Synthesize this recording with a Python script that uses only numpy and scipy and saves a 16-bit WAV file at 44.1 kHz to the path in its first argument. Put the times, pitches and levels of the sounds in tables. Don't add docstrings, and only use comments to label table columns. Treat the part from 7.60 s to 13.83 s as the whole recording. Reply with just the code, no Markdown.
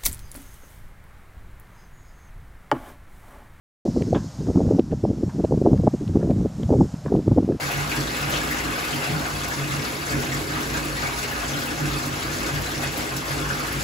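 import sys
import numpy as np
from scipy import signal
from scipy.fft import rfft, irfft, next_fast_len
from scipy.io import wavfile
from scipy.ndimage import uniform_filter1d

SR = 44100
rng = np.random.default_rng(int(sys.argv[2]) if len(sys.argv) > 2 else 0)


def gain_from_db(level_db):
    decades = np.asarray(level_db, float) / 20
    return 10 ** decades


def int16_out(signal):
    q = np.round(np.clip(np.atleast_2d(signal).T, -1, 1) * 32767)
    wavfile.write(sys.argv[1], SR, q.astype(np.int16))


N = 274743

# frequency in Hz, likeness from 0 to 1,
# lead of the right port in radians, left minus right level in dB.
PORTS = [(0, .99, 0, -1.5), (250, .86, -.3, -1.2), (560, .52, -.7, .5), (950, .18, -.7, 2),
         (1400, .45, 3.1, .3), (1800, .5, 3.9, 2), (2150, .27, 4.6, 2.5), (2600, .62, 6.1, 2.5),
         (3400, .4, 6, 2), (4700, .58, 6, 2), (5400, .23, 6.3, 1.5), (5900, .28, 7.2, 1),
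         (6500, .55, 6.1, .6)]


def evened(x):
    return x / np.sqrt(np.mean(x ** 2) + 1e-20)


def read(points, hz):
    f, value = np.transpose(points)
    return np.interp(np.log(hz + 1), np.log(f + 1), value)


def add(mix, s, sound):
    part = mix[round(s * SR):][:len(sound)]
    part += sound[:len(part)]


def standing(x):
    # frequency in Hz, ripple depth in dB.
    depth_db = [(300, 1.5), (800, 6), (2500, 6), (6000, 2.3)]
    hz = np.fft.rfftfreq(N, 1 / SR)
    ripple = rng.standard_normal((2, len(hz)))
    ripple = evened(uniform_filter1d(uniform_filter1d(ripple, size=80), size=80))
    room = gain_from_db(read(depth_db, hz) * np.tanh(ripple))
    rumble_cut = np.sqrt(1 + (42 / (hz + 1)) ** 6)
    return irfft(rfft(x) * room / rumble_cut, N)


def tiles(x, wet_db):
    # frequency in Hz, 60 dB decay time in seconds.
    decay_s = [(200, 0.12), (1000, 0.22), (4000, 0.11), (12000, 0.066)]
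    hz, _, z = signal.stft(x, SR, nperseg=256, noverlap=192)
    keep = gain_from_db(-120 * 64 / SR / read(decay_s, hz))
    trail = np.array([signal.lfilter([0, 1 - k], [1, -k], p) for k, p in zip(keep, abs(z) ** 2)])
    hiss = signal.stft(rng.standard_normal((2, N)), SR, nperseg=256, noverlap=192)[2]
    diffuse = evened(abs(hiss)) * np.exp(1j * np.angle(hiss))
    tails = signal.istft(diffuse * np.sqrt(trail), SR, nperseg=256, noverlap=192)[1]
    tails = evened(tails[:, :N]) * np.std(x)
    near = (x + gain_from_db(wet_db) * tails[0]) / np.sqrt(1 + gain_from_db(2 * wet_db))
    return np.array([near, tails[1]])


def surges(t, rows, rest_db):
    rise, fall = 0.28, 0.53
    depth = 1.325
    s, db, length = np.transpose(rows)[:, :, None]
    late = (t - s) / length + (fall - rise) / 2
    bells = gain_from_db(2 * db) * np.exp(-.5 * (late / np.where(late < 0, rise, fall)) ** 2)
    return depth * 10 * np.log10(gain_from_db(2 * rest_db) + bells.sum(0))


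def swings(t):
    # time in seconds, level in dB.
    flow = [(0, 2), (.9, -2.2), (1.6, -1), (2.3, -2.5), (2.8, -3), (3.5, -1.8), (4.0, -3), (4.8, 0.5),
            (5.1, -2), (5.7, -4), (6.23, -2.3)]
    # time in seconds, peak in dB, length in seconds.
    pounds = [(.07, -35.5, 0.041), (0.204, -30.5, 0.091), (.4, -29, 0.039), (0.656, -32, 0.056),
              (.75, -33.5, 0.048), (1.076, -35, .07), (1.354, -31, 0.065), (1.535, -24, 0.06),
              (1.76, -33, .05), (2.022, -26.5, 0.07), (2.128, -28.5, .05), (2.188, -29, 0.032),
              (2.562, -29.5, 0.098), (2.75, -33, .1), (2.934, -36, 0.089), (3.145, -37, 0.12),
              (3.334, -38, 0.11), (3.468, -33, 0.059), (3.931, -33, 0.062), (4.24, -28, 0.079),
              (4.352, -33, 0.055), (4.47, -33, .055), (4.688, -34.5, 0.083), (4.964, -24.5, 0.065),
              (5.186, -34, .04), (5.266, -33.5, 0.074), (5.565, -32, 0.058), (5.726, -32.5, .04),
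              (5.878, -32, 0.14), (6.172, -26, 0.045)]
    # time in seconds, peak in dB, length in seconds.
    drums = [(0.306, -32.5, 0.065), (0.409, -30.5, 0.063), (0.702, -33, 0.072), (0.867, -25.5, 0.087),
             (1.07, -27, 0.047), (1.353, -33, 0.042), (1.556, -31, 0.138), (1.842, -42, 0.052),
             (2.223, -30.5, 0.032), (2.28, -33, 0.028), (2.57, -21.5, 0.074), (2.774, -32, 0.25),
             (2.991, -26.5, 0.067), (3.095, -30.5, 0.087), (3.215, -30.5, 0.12), (3.752, -35.9, 0.039),
             (3.98, -31.5, 0.12), (4.123, -26, 0.037), (4.23, -26, 0.037), (4.285, -19, 0.011),
             (4.363, -30, 0.058), (4.5, -29, 0.059), (4.82, -28.5, 0.087), (5.167, -33.5, 0.143),
             (5.415, -29.5, 0.13), (5.787, -25.5, 0.059), (5.968, -36, 0.038), (6.05, -39, 0.095)]
    # time in seconds, peak in dB, length in seconds.
    gulps = [(0.033, -27.5, 0.049), (0.35, -31.5, 0.064), (0.584, -25, 0.037), (0.75, -25.5, 0.14),
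             (0.955, -26.5, 0.096), (1.2, -27, 0.14), (1.48, -30, 0.2), (2.128, -25, 0.037),
             (2.512, -29.5, 0.066), (2.698, -29, 0.028), (2.982, -27, 0.051), (3.143, -28, 0.042),
             (3.453, -30, 0.056), (3.65, -36, 0.037), (3.814, -25.5, 0.049), (4.82, -32.6, 0.091),
             (5.226, -32.9, 0.069), (5.4, -25.5, 0.045), (5.707, -28.5, 0.083), (6.022, -47, 0.122)]
    churn = surges(t, gulps, rest_db=-33) + np.interp(t, *np.transpose(flow))
    slow_hz = np.geomspace(2, 14, num=16)
    wander = evened(sum(np.sin(2 * np.pi * (f * t + rng.random())) for f in slow_hz))
    spray = 0.5 * churn + 1.57 * wander
    parts = surges(t, pounds, rest_db=-42.5), surges(t, drums, rest_db=-39.5), churn, spray
    return [c - 10 * np.log10(np.mean(gain_from_db(2 * c))) for c in parts]


def resonate(x, hz, width, rate):
    turn = np.exp(2j * np.pi * hz * np.arange(x.shape[-1]) / rate)
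    r = np.exp(-np.pi * width / rate)
    once = signal.lfilter([1 - r], [1, -r], x / turn)
    return turn * signal.lfilter([1 - r], [1, -r], once)


def tub():
    # frequency in Hz, width in Hz, level in dB rms,
    # share of wall drumming against floor pounding from 0 to 1, how far it follows from 0 to 1.
    modes = [(56.5, 7.3, -40, 0, 0.14), (91.5, 4.2, -43.5, 0.1, 0.3), (141.5, 11.2, -33, 0.1, 0.79),
             (192, 9.2, -53.5, 0.6, 0.07), (199, 23, -48.5, 0.03, 0.48), (246.4, 8, -39, 0.81, 0.55),
             (274, 13, -53.5, 0, 1), (303.2, 25.6, -36, 0.73, 0.61), (343, 14.5, -46.5, 0, 0),
             (413, 49, -42, .7, 0.4), (528.8, 15.5, -50.5, 0, 0), (544, 20, -48, 0.6, 0.47),
             (663, 10, -53.5, 0.6, 0.95)]
    step = 16
    t = np.arange(N // step + 1) * step / SR
    floor, wall = swings(t)[:2]
    out = np.zeros((2, len(t)))
    for hz, width, db, share, follow in modes:
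        ring = resonate(rng.standard_normal(out.shape), hz, 1.22 * width, SR / step)
        size = np.sqrt(uniform_filter1d(abs(ring) ** 2, size=90))
        steady = evened(ring.real / size ** (1.05 * np.clip(follow, 0, 1)))
        force_db = share * wall + (1 - share) * floor
        out += gain_from_db(db + follow * force_db) * steady
    return signal.resample_poly(out, step, 1, axis=1)[:, :N]


def bubble(hz, cycles, rise):
    u = np.arange(int(2.8 * cycles * SR / hz)) * hz / SR / cycles
    envelope = (1 - np.exp(-4.5 * u)) * np.exp(-2.6 * u)
    return envelope * np.sin(2 * np.pi * cycles * (u + rise * u ** 2 / 2))


def glugs():
    # start in seconds, peak in dB, starting pitch in Hz.
    pockets = [
        (.185, -21, 140),
        (1.5, -22, 230),
        (2.52, -26, 130),
    ]
    out = np.zeros(N)
    for s, db, hz in pockets:
        add(out, s, gain_from_db(db) * bubble(hz, cycles=4, rise=-.3))
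    return out


def ticks():
    # start in seconds, peak in dB.
    droplets = [(.0747, -27), (.1116, -14.5), (.3511, -19), (.4873, -34), (.608, -19), (.6948, -16),
                (.9073, -14), (1.3405, -19), (1.8806, -18), (2.5037, -19), (2.6, -19), (3.0031, -19),
                (3.239, -22), (3.5857, -18), (3.71, -20), (3.9863, -18), (4.055, -13), (4.2542, -30),
                (4.4573, -15), (5.009, -22), (5.3163, -23), (5.371, -14), (5.5638, -14), (5.9943, -23),
                (6.0696, -21), (6.121, -15), (6.1998, -27)]
    out, t = np.zeros(N), np.arange(1300) / SR
    bright = signal.butter(2, 8500, "highpass", fs=SR, output="sos")
    for (s, db), hiss in zip(droplets, rng.standard_normal((len(droplets), len(t)))):
        envelope = gain_from_db(db - 6.5 - 60 * t / 0.057) * (1 - np.exp(-t / 0.005))
        add(out, s, envelope * evened(signal.sosfilt(bright, hiss)))
    return out


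def splashes():
    # start in seconds, peak in dB, treble against the whole in dB.
    slaps = [(.112, -16, 3), (.3606, -8.5, -4), (0.468, -13, 4), (.57, -14, -20), (.7372, -11, 5),
             (.8023, -11, 2), (0.982, -10, -20), (1.246, -23, -11), (1.832, -9, -17), (1.933, -10, 3),
             (2.503, -11, -4), (3.0042, -15, -33), (3.1672, -10, -41), (3.459, -22, -45), (3.5828, -8, -25),
             (3.616, -10, -11), (3.79, -14, -39), (3.8761, -10, -13), (3.9863, -10, 2), (4.2542, -9, -18),
             (4.3806, -12, -13), (4.7303, -10, -13), (4.8623, -9, -25), (5.1516, -37, -13),
             (5.2674, -13, -5), (5.3717, -15, -17), (5.563, -7.5, -11), (5.7756, -13, -17),
             (6.0661, -12, -16), (6.192, -10, -29)]
    out, t = np.zeros(N), np.arange(2600) / SR
    dull = signal.butter(2, [3500, 9000], "bandpass", fs=SR, output="sos")
    bright = signal.butter(2, 9500, "highpass", fs=SR, output="sos")
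    for (s, db, treble_db), hiss in zip(slaps, rng.standard_normal((len(slaps), len(t)))):
        body = evened(signal.sosfilt(dull, hiss))
        treble = gain_from_db(treble_db - 19) * evened(signal.sosfilt(bright, hiss))
        envelope = gain_from_db(db - 18.5 - 60 * t / 0.09) * (1 - np.exp(-t / 0.002))
        add(out, s, envelope * (body + treble))
    return out


def plops():
    # start in seconds, peak of the main ring in dB,
    # its pitch in Hz.
    pockets = [(.112, -13, 2550), (.3167, -8, 2380), (.4728, -13, 3600), (.7384, -7.5, 2960),
               (.762, -10, 3640), (.8, -21, 3250), (0.865, -18, 1300), (.9113, -8.5, 1895),
               (.9373, -17, 1910), (1.0021, -9.5, 2000), (1.053, -16, 1155), (1.423, -13.5, 2440),
               (1.4473, -13, 2430), (1.33, -13.5, 2900), (1.935, -15, 5730), (2.7188, -12, 1917),
               (2.723, -28, 1480), (2.9632, -16.5, 1160), (3.143, -11, 1473), (3.43, -14, 1490),
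               (3.6296, -14.5, 2480), (3.824, -16.5, 1173), (3.9364, -13, 3420), (4.7316, -16.5, 4000),
               (5.1497, -15, 5160), (5.2305, -15, 1800), (5.2693, -16, 3240), (5.52, -19, 1096),
               (5.901, -10.5, 1496), (5.998, -15, 1306)]
    out = np.zeros(N)
    for (s, db, hz), draw in zip(pockets, rng.random((len(pockets), 5, 4))):
        for k, (cycles, rise, detune, lag) in enumerate(draw):
            pitch = hz * (1 + 0.2 * (detune - .5) * min(k, 1))
            ring = bubble(pitch, (9 + 6 * cycles) * (2000 / hz) ** 0.82, 0.048 + 0.036 * rise)
            add(out, s + k * (.002 + 0.009 * lag), gain_from_db(db - 4.1 * k) * ring)
    return out


def cloud(pitches, per_s, spread_db, cycles, gusts):
    out = np.zeros(N)
    size = gain_from_db(spread_db * np.minimum(rng.exponential(1, N), 4))
    size *= rng.random(N) < per_s * gusts / SR
    kind = np.searchsorted(np.cumsum(pitches) / pitches.sum(), rng.random(N))
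    for k, hz in enumerate(pitches):
        grain = bubble(hz, cycles * rng.uniform(0.45, 1.89), rng.uniform(0, 0.088))
        out += signal.oaconvolve(size * (kind == k), grain / np.linalg.norm(grain))[:N]
    return evened(out)


def rush():
    # frequency in Hz, level in dB per Hz.
    wash = [(30, -49), (60, 4), (225, -4.5), (350, -4.5), (520, -4.5), (800, -4.5), (1100, -5.5),
            (1400, 0.0), (2000, -5.5), (2600, -7.5), (3400, -11.5), (4700, -12.0), (6500, -14), (9000, -16),
            (12000, -19), (15500, -23.5)]
    gusts = uniform_filter1d(uniform_filter1d(rng.standard_normal(N), 500), 300)
    gusts = gain_from_db(3.5 * evened(gusts))
    foam = cloud(np.geomspace(400, 6500, 16), 3500, 3.44, 6.05, gusts)
    spray = cloud(np.geomspace(5000, 16500, 10), 3000, 8.4, 3.66, gusts ** 1.5)
    gurgle = cloud(np.geomspace(700, 4500, 14), 320, 3.0, 25.2, gusts)
    water = 0.83 * rng.standard_normal(N) + 0.33 * gurgle + 0.48 * foam + 0.48 * spray
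    hz, t, z = signal.stft(water, SR, nperseg=512, noverlap=384)
    z = z / np.sqrt(uniform_filter1d((abs(z) ** 2).mean(1), 7))[:, None]
    patches = rng.standard_normal(z.shape[::-1]).T
    patches = evened(uniform_filter1d(uniform_filter1d(patches, 7, 0), 16, 1))
    _, wall, churn, fizz = swings(t)
    high = np.clip(np.log(hz / 3000 + 1e-9) / 0.18, 0, 1)[:, None]
    low = np.clip(np.log(600 / (hz + 1)) / 0.78, 0, 1)[:, None]
    level_db = high * fizz + (1 - high - low) * churn + 0.3 * low * wall
    z = z * gain_from_db(read(wash, hz)[:, None] + 0.36 * level_db + 0.54 * patches)
    return gain_from_db(-29) * evened(signal.istft(z, SR, nperseg=512, noverlap=384)[1][:N])


def scene():
    water = rush() + plops() + splashes() + ticks()
    return standing(tiles(water, wet_db=-3.0)) + tub() + glugs()


def thin_treble(ports):
    # frequency in Hz, gap in dB that drops the weaker.
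    thinning = [(6500, 9), (7300, 6.5), (8300, 3.8), (13500, 3.6), (14800, 1.5)]
    sharp_s = [1.34, 6.065, 6.13]
    sum_difference = [ports[0] + ports[1], ports[0] - ports[1]]
    hz, t, z = signal.stft(sum_difference, SR, nperseg=1024, noverlap=768)
    power = uniform_filter1d(abs(z[:, :512]) ** 2, size=12, axis=2)[:, :, ::4]
    power = power.reshape(2, 64, 8, -1).sum(2)
    waver_db = 1.6 * evened(uniform_filter1d(rng.standard_normal(power.shape[1:]), size=3))
    lead_db = 10 * np.log10(power / power[::-1] + 1e-12)
    margin_db = np.maximum(read(thinning, hz[4:512:8])[:, None] + waver_db, .5)
    boost = np.sqrt(power.sum(0) / power)
    gain = np.where(lead_db < -margin_db, 0, np.where(lead_db > margin_db, boost, 1))
    gain = np.repeat(np.repeat(gain, 8, axis=1), 4, axis=2)[:, :, :len(t)]
    spared = (hz[:512, None] < PORTS[-1][0]) | (abs(t - np.c_[sharp_s]).min(0) < .014)
    z[:, :512] *= np.where(spared, 1, gain)
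    mid, side = signal.istft(z, SR, nperseg=1024, noverlap=768)[1][:, :N] / 2
    return np.array([mid + side, mid - side])


def top_cut(x):
    return signal.sosfilt(signal.butter(12, 16970, fs=SR, output="sos"), x)


def record(dry):
    split_hz, lag = 7400, 10.45
    in_step_hz = 6900
    size = next_fast_len(N)
    hz = np.fft.rfftfreq(size, 1 / SR)
    a, b = rfft(dry, size)
    f, *columns = np.transpose(PORTS)
    same, lead, balance_db = (np.interp(hz, f, c) for c in columns)
    treble = np.clip((hz - f[-1]) / (split_hz - f[-1]), 0, 1)
    same = np.clip(same + (0.8 - same) * treble, 0, 1)
    lead = lead + treble * (2 * np.pi * (1 + (hz - in_step_hz) * lag / SR) - lead)
    tilt = gain_from_db(balance_db * (1 - treble) / 2)
    right = same * np.exp(1j * lead) * a + np.sqrt(1 - same ** 2) * b
    band = hz < 15730
    ports = irfft(np.array([a * tilt, right / tilt]) * band, size)[:, :N]
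    return top_cut(thin_treble(ports))


dry = scene()
out = record(dry)
int16_out(out)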